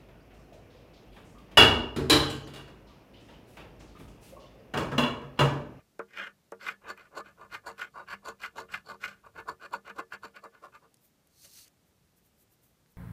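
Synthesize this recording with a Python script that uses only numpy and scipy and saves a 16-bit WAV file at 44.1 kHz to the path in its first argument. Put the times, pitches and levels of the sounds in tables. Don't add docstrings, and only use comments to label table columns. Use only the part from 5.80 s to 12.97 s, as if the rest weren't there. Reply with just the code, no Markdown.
import sys
import numpy as np
from scipy import signal
from scipy.fft import rfft, irfft, next_fast_len
from scipy.io import wavfile

SR = 44100
rng = np.random.default_rng(int(sys.argv[2]) if len(sys.argv) > 2 else 0)


def pcm_store(signal):
    levels = np.round(np.clip(np.atleast_2d(signal), -1, 1) * 32767)
    wavfile.write(sys.argv[1], SR, levels.astype(np.int16).T)


N = 316197

CARD_POWER, TABLE_POWER, GRIT_POWER, JOLT_POWER = (2, 2.73), (1.63, 2.25), (1.32, 3.6), (1, 1)
# top_speed_s, rise_s, fall_s, rise_sharpness, fall_sharpness, bite_s,
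# card_db, table_db, grit_db, jolt_db, direction
COIN_STROKES = [ (0.0, 0.022, 0.037, 1.1, 1.35, 0.018, -53, -51.5, -83, -82, 0.97),
                (0.396, 0.17, 0.14, 1.96, 0.67, .11, -36, -50, -53, -85, 1.02),
                (0.884, 0.1, 0.1, 0.62, 0.89, 0.094, -38.5, -50.5, -43, -75, 0.91),
                (1.101, 0.098, 0.081, 0.67, 1.17, 0.033, -39.5, -49, -44.5, -66, 0.41),
                (1.194, 0.037, 0.095, 0.56, 0.3, 0.044, -50.5, -61.5, -61.5, -83, 0.75),
                (1.386, 0.12, 0.058, 2.02, 1.33, 0.044, -35, -41, -44, -73, 0.21),
                (1.466, 0.047, 0.072, 1.1, 0.37, .03, -53.5, -59.5, -64.5, -72, .6),
                (1.634, 0.078, 0.056, 0.48, 0.53, .06, -49.5, -55.5, -66.5, -67, .2),
                (1.751, 0.061, 0.098, 0.61, 1.5, 0.052, -39.5, -53.5, -43.5, -63.5, 0.72),
                (1.878, 0.066, 0.12, 1.74, 1.17, 0.032, -38.5, -47, -47, -72, 0.23),
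                (2.021, 0.07, 0.083, 1, 0.74, 0.055, -38.5, -53, -45.5, -78, 0.8),
                (2.198, 0.065, 0.085, 0.63, 1.4, 0.093, -36.5, -46.5, -63, -73, 0.11),
                (2.313, 0.056, 0.098, 0.79, 0.96, 0.044, -37, -55, -45.5, -71, 0.74),
                (2.484, 0.082, 0.12, 1.23, 1.6, 0.048, -38.5, -47, -44, -66, 0.18),
                (2.645, 0.063, 0.1, 0.69, 1.02, 0.062, -40, -56.5, -45.5, -69, 0.82),
                (2.788, 0.082, 0.089, 1.9, 0.9, 0.037, -37, -42, -41, -60, 0.28),
                (2.948, 0.075, .1, 0.85, 1.16, 0.055, -37, -54.5, -41.5, -61, 0.78),
                (3.117, 0.08, 0.084, 0.74, 1.45, 0.079, -40, -48, -48.5, -62, 0.13),
                (3.248, 0.062, 0.19, 0.92, 1, 0.055, -39, -52.5, -43.5, -64, 0.84),
                (3.462, 0.037, 0.078, 0.5, 0.97, .03, -51.5, -58.5, -71, -67, 0.19),
                (3.597, 0.066, 0.074, .7, 1.54, 0.059, -40.5, -49, -57, -59.5, 0.44),
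                (3.692, 0.044, 0.089, 0.99, 1.3, 0.022, -34.5, -41.5, -45.5, -61, -0.068),
                (3.852, 0.071, 0.08, 0.83, 1.75, 0.06, -45, -54, -52.5, -91, 0.57),
                (3.938, 0.05, 0.1, 1.6, 1.62, 0.022, -33.5, -41, -41, -68, 0.16),
                (4.096, 0.066, 0.072, 1.08, 1.6, 0.056, -40.5, -51, -53, -71, 0.68),
                (4.193, 0.061, 0.081, 1.73, 1.57, 0.044, -35.5, -39.5, -46.5, -67, 0.35),
                (4.342, 0.054, 0.071, 1.7, 1.75, 0.04, -33, -49, -45.5, -68.5, 0.65),
                (4.453, 0.068, 0.078, 2, 1.1, 0.036, -41, -49, -50.5, -68, 0.35),
                (4.567, 0.047, 0.058, 1.17, 1.14, 0.024, -44, -55, -53.5, -78, 0.68),
                (4.648, 0.037, 0.069, 1.1, 1.1, 0.058, -42, -49.5, -66, -82, 0.019),
                (4.745, 0.033, 0.078, .8, 0.67, .02, -55.5, -63, -67, -84, 0.54),
                (4.849, 0.047, 0.079, 0.97, 0.75, .03, -48.5, -54, -78, -85, 0.00035),
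                (4.955, 0.038, 0.038, 0.43, 0.54, .03, -49.5, -62.5, -61, -71, 0.45),
                (5.044, 0.041, 0.06, 0.4, 0.97, .025, -58.5, -60.5, -72, -80.5, .2), ]


def scrape():
    card_db, table_db, grit_db, _, direction = np.transpose(COIN_STROKES)[6:]
    force = slips()
    level = strokes(from_db(card_db), CARD_POWER)
    pushed = strokes(from_db(card_db) * direction, CARD_POWER) / (level + 1e-9)
    drag = force * level
    body = card(drag + snags(), pushed) + wood(force, drag, strokes(from_db(table_db), TABLE_POWER))
    gritty = grit(force) * strokes(from_db(grit_db), GRIT_POWER, from_bite=True) + cracks()
    return body + 0.31 * gritty + coin(gritty, drag, pushed)


def strokes(gains, power, from_bite=False):
    s, rise_s, fall_s, sharp_rise, sharp_fall, bite_s = np.transpose(COIN_STROKES)[:6]
    if from_bite:
        return swells(s, bite_s, fall_s, power[0], power[1] * sharp_fall, gains)
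    return swells(s, rise_s, fall_s, power[0] * sharp_rise, power[1] * sharp_fall, gains)


def slips(per_s=2500, spread_db=3, clump_db=2.5):
    sizes = from_db(spread_db * np.minimum(rng.exponential(1, N), 4)) * rng.choice([-1, 1], N)
    slipping = rng.random(N) < per_s / SR
    return rms_one(slipping * sizes * from_db(clump_db * drift(40)))


# start_s, force_db, crack_db
EDGE_SNAGS = [(0.373, -29, -56), (0.8106, -35, -62), (0.8651, -20, -56), (0.885, -20.5, -45),
              (1.084, -40, -53), (1.175, -40, -53), (1.375, -29, -63), (1.7442, -22.5, -54),
              (1.868, -33, -45), (1.8835, -57, -52), (1.9793, -37.5, -52), (2.014, -22, -43),
              (2.284, -36.5, -59), (2.4713, -31.5, -52), (2.6343, -22.5, -43), (2.6447, -23.5, -49),
              (2.7806, -25, -49), (2.9386, -17, -43.5), (3.238, -21.5, -53), (3.5795, -31, -54),
              (3.601, -45.5, -53), (3.684, -16.5, -45), (3.909, -53, -58), (3.9351, -18.5, -42),
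              (4.1653, -54, -58), (4.1898, -40, -56), (4.3207, -28, -53), (4.432, -36, -53),
              (4.6388, -38, -51.5)]


def snags():
    s, db, _ = np.transpose(EDGE_SNAGS)
    return bursts(s, db - 7, t60=0.046) + bursts(s, db - 4.5, t60=0.008)


def cracks():
    s, _, db = np.transpose(EDGE_SNAGS)
    return high_passed(bursts(s, db + 3.5, t60=0.0217), 3300)


# pitch_hz, width_hz, pulled_db, pushed_db
CARD_MODES = [(677, 43, -28, -21.5), (842, 230, -4, -19.5), (922, 79, 5.5, -13.5), (1085, 110, 4.5, -11.5),
              (1212, 29, 4.5, -6), (1271, 27, -5, -6), (1455, 79, 2, 1.5), (1632, 72, -8.5, 0),
              (1734, 17, -5, -2), (1810, 46, -27.5, -5.5), (2081, 46, -14.5, -2), (2237, 36, -20.5, -5.5),
              (2444, 89, -16.5, -4.5), (2680, 57, -17, -13), (2812, 100, -22, -8.5),
              (3160, 89, -31.5, -11.5), (3390, 160, -46.5, -18), (3833, 73, -20, -26.5)]


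def card(force, pushed):
    power_gain = sum(np.pi * width / SR * from_db(2 * (pull + (push - pull) * pushed))
                     for _, width, pull, push in CARD_MODES)
    return stroked(force / np.sqrt(power_gain), CARD_MODES, pushed)


# pitch_hz, level_db, t60_s
TABLE_MODES = [(197.6, -15.5, 0.37), (256, -31, 0.15), (372.7, -13, 0.2), (457.5, -2.5, 0.14),
               (571.3, -1.5, 0.069), (643, -11, 0.11), (870, -24.5, 0.15), (987, -28.5, 0.17),
               (1050, -29, 0.14), (1169, -4.5, 0.088), (1405, -9, 0.13), (1560, -22.5, 0.092),
               (1567, -14, 0.11), (1615, -30, 0.15), (1860, -19.5, 0.09), (2153, -22.5, 0.056),
               (2250, -22.5, 0.11), (2300, -25, 0.12), (2900, -19.5, 0.046)]


def table(force):
    rings = sum(from_db(db) * ring(force, hz, t60) for hz, db, t60 in TABLE_MODES)
    return high_passed(rings, 170, order=4)


def wood(force, drag, level):
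    cushioned = low_passed(force, 930)
    pressed = cushioned * level
    rings = 0.78 * table(pressed) / np.std(table(cushioned))
    thud = 3.9 * resonate(pressed, hz=595, width=230)
    lowest_hz, _, lowest_t60 = TABLE_MODES[0]
    rocking = from_db(-45) * ring(drag, lowest_hz, lowest_t60)
    return rings + thud + rocking


# frequency_hz, relative_density_db
GRIT_SPECTRUM = [(2000, -40.5), (3000, -4), (4500, -5.5), (6200, -8.5), (10000, -17.5), (12000, -15.5),
                 (15500, -17)]


def grit(force, clump_db=2.5):
    fine = 2.4 * force + rng.standard_normal(N)
    return coloured(fine, GRIT_SPECTRUM) * from_db(clump_db * drift(140))


# pitch_hz, width_hz, pulled_db, pushed_db
COIN_MODES = [(3930, 107, -6, -12), (4473, 140, 7.5, 1), (5090, 205, -31, -4.5), (7060, 500, 5, -7),
              (7300, 270, 3, -4.5), (7870, 310, -4, -1), (11300, 220, -8.5, -12.5), (13700, 300, -7, -21)]


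def coin(gritty, drag, pushed, drag_db=-35):
    return stroked(gritty + from_db(drag_db) * drag, COIN_MODES, pushed)


# start_s, blow_db, tick_db, contact_cutoff_hz
COIN_TAPS = [(0.1919, -30.5, -46.5, 1890), (0.7197, -34.5, -44, 1230)]


def taps(bass_cut_hz=270):
    out = 0
    for s, db, tick_db, contact_hz in COIN_TAPS:
        blow = np.zeros(N)
        blow[round((s + .002) * SR)] = from_db(db)
        rattle = resonate(bursts([s + 0.0023], [db + 15.5], t60=0.074), hz=1370, width=800)
        knock = low_passed(table(blow) + rattle, contact_hz)
        out = out + low_passed(knock, 1500) + tick(s, tick_db, hz=5000, t60=0.017)
    return high_passed(out, bass_cut_hz)


# time_s, hiss_db, table_db, skin_drag_db
FINGER_SWEEP = [(5.5, -78.5, -82, -97), (5.618, -59, -93, -79), (5.649, -53, -58.5, -62.5),
                (5.68, -61.5, -83, -72), (5.706, -60, -99, -77), (5.788, -52.5, -91, -65.5),
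                (5.838, -57.5, -94, -74), (5.876, -68.5, -81, -69), (5.92, -99, -92, -103)]
# frequency_hz, relative_density_db
HISS_SPECTRUM = [(2500, -17), (3600, -5.5), (4400, -3.5), (6500, -4.5), (7500, -3.5), (11000, -4.5),
                 (15500, -6.5)]
# pitch_hz, width_hz, level_db
CUPPED_MODES = [(4420, 440, 1.5), (5150, 180, -5.5), (5730, 170, 3), (6300, 210, 2), (8700, 820, -8),
                (10800, 670, -12), (13900, 610, -6)]


def sweep(flutter):
    silent = (-200, -200, -200)
    curve = [(FINGER_SWEEP[0][0] - .01, *silent), *FINGER_SWEEP, (FINGER_SWEEP[-1][0] + .01, *silent)]
    hiss_level, table_level, drag_level = from_db(in_time(curve))
    hiss = noise(HISS_SPECTRUM) * hiss_level
    rings = sum(from_db(db + 1.3 * drift(6.9)) * resonate(hiss, hz, width)
                for hz, width, db in CUPPED_MODES)
    drag = noise([(900, -14), (1500, -4), (2900, 1.5), (4000, -19)]) * drag_level
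    press = rng.standard_normal(N)
    bump = table(press * table_level) / np.std(table(press))
    return (0.84 * hiss + rings + drag) * flutter + bump


# top_speed_s, rise_s, fall_s, level_db
FINGER_RUBS = [(5.254, .07, .07, -64.5), (6.082, 0.047, .05, -75), (6.38, 0.034, .04, -66.5),
               (6.47, .07, 0.044, -69), (6.624, .08, 0.037, -64.5), (6.726, .035, .055, -66),
               (6.838, .035, 0.13, -66.5), (7.12, .06, .035, -71)]
# frequency_hz, relative_density_db
RUB_SPECTRUM = [(3000, -12.5), (6000, -8.5), (10000, -4), (14000, 1.5), (16000, -3)]


def rubs(rise_power=1.4, fall_power=1.8):
    s, rise_s, fall_s, db = np.transpose(FINGER_RUBS)
    return noise(RUB_SPECTRUM) * swells(s, rise_s, fall_s, rise_power, fall_power, from_db(db))


# start_s, burst_db, pitch_hz
CRUMB_TICKS = [(5.1427, -50, 6140), (5.17, -58, 5500), (5.472, -56, 9700), (5.7196, -54, 4580),
               (5.8795, -49, 6040), (7.061, -58, 1580)]


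def crumbs():
    return sum(tick(s, db, hz, t60=0.014) for s, db, hz in CRUMB_TICKS)


# time_s, level_db
TABLE_RUMBLE = [(0.0, -74), (1.0, -82), (2.0, -73.5), (3.0, -82), (4.0, -78), (5.1, -86), (5.63, -73),
                (6.93, -75), (7.17, -73.5)]


def rumble():
    low = noise([(15, -52.5), (45, -3.5), (110, -4.5), (170, -3.5), (300, -39)])
    jolt_db = np.transpose(COIN_STROKES)[9]
    return low * (from_db(in_time(TABLE_RUMBLE)[0]) + strokes(from_db(jolt_db), JOLT_POWER))


# frequency_hz, relative_density_db
ROOM_SPECTRUM = [(20, -19), (60, -9), (150, -0.5), (300, -4.5), (500, -8), (1000, -14.5), (2500, -18.5),
                 (6000, -21), (10000, -23.5), (15500, -25)]


def room(level_db=-70.5):
    return from_db(level_db) * noise(ROOM_SPECTRUM)


def stroked(force, modes, pushed, wander_db=2):
    out = 0
    for k, (hz, width, pull_db, push_db) in enumerate(modes):
        db = pull_db + (push_db - pull_db) * pushed + wander_db * drift(5.9)
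        out = out + (-1) ** k * resonate(force * from_db(db), hz, width)
    return out


def swells(s, rise_s, fall_s, rise_power, fall_power, gains):
    t = np.arange(0, N + 32, 32)[:, None] / SR
    rising = np.clip(1 - (s - t) / rise_s, 0, 1) ** rise_power
    falling = np.clip(1 - (t - s) / fall_s, 0, 1) ** fall_power
    return np.interp(np.arange(N) / SR, t[:, 0], np.where(t < s, rising, falling) @ gains)


def tick(s, db, hz, t60):
    return resonate(bursts([s], [db], t60), hz, width=hz * 1.34)


def bursts(times, levels_db, t60):
    clicks = np.zeros(N)
    clicks[np.round(np.array(times) * SR).astype(int)] = from_db(levels_db)
    envelope = signal.lfilter([1], [1, -from_db(-60 / (t60 * SR))], clicks + 1e-18)
    return rng.standard_normal(N) * envelope


def ring(force, hz, t60):
    r, w = from_db(-60 / (t60 * SR)), 2 * np.pi * hz / SR
    return signal.lfilter([0, np.sin(w)], [1, -2 * r * np.cos(w), r * r], force + 1e-18)


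def resonate(force, hz, width):
    r, w = np.exp(-np.pi * width / SR), 2 * np.pi * hz / SR
    feed = np.array([1, 0, -1]) * (1 - r * r) / 2
    return signal.lfilter(feed, [1, -2 * r * np.cos(w), r * r], force + 1e-18)


def drift(hz):
    r = np.exp(-16 * np.pi * hz / SR)
    smooth = signal.lfilter([1], [1, -2 * r, r * r], rng.standard_normal(N // 8 + 5001))[5000:]
    return np.repeat(rms_one(smooth), 8)[:N]


def coloured(x, spectrum):
    size = next_fast_len(N)
    hz = np.maximum(np.arange(size // 2 + 1) * SR / size, 1)
    point_hz, point_db = np.transpose(spectrum)
    gain = from_db(np.interp(np.log(hz), np.log(point_hz), point_db))
    return rms_one(irfft(rfft(x, size) * gain, size)[:N])


def noise(spectrum):
    return coloured(rng.standard_normal(N), spectrum)


def low_passed(x, hz):
    return signal.sosfilt(signal.butter(2, hz, fs=SR, output="sos"), x)


def high_passed(x, hz, order=2):
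    return signal.sosfilt(signal.butter(order, hz, "high", fs=SR, output="sos"), x)


def in_time(rows):
    s, *columns = np.transpose(rows)
    return [np.interp(np.arange(N) / SR, s, c) for c in columns]


def from_db(db):
    return 10 ** (np.asarray(db) / 20)


def rms_one(x):
    return x / np.sqrt(np.mean(x ** 2) + 1e-20)


def scene():
    hush = room()
    coin_work = scrape() + taps()
    flutter = from_db(1.1 * drift(120))
    fingers = sweep(flutter) + rubs() * flutter + crumbs()
    return (coin_work + fingers + rumble() + hush)[None]


def record(dry):
    cutoff_hz = 15350
    return signal.sosfilt(signal.ellip(12, .5, 70, cutoff_hz, fs=SR, output="sos"), dry)


dry = scene()
out = record(dry)
pcm_store(out)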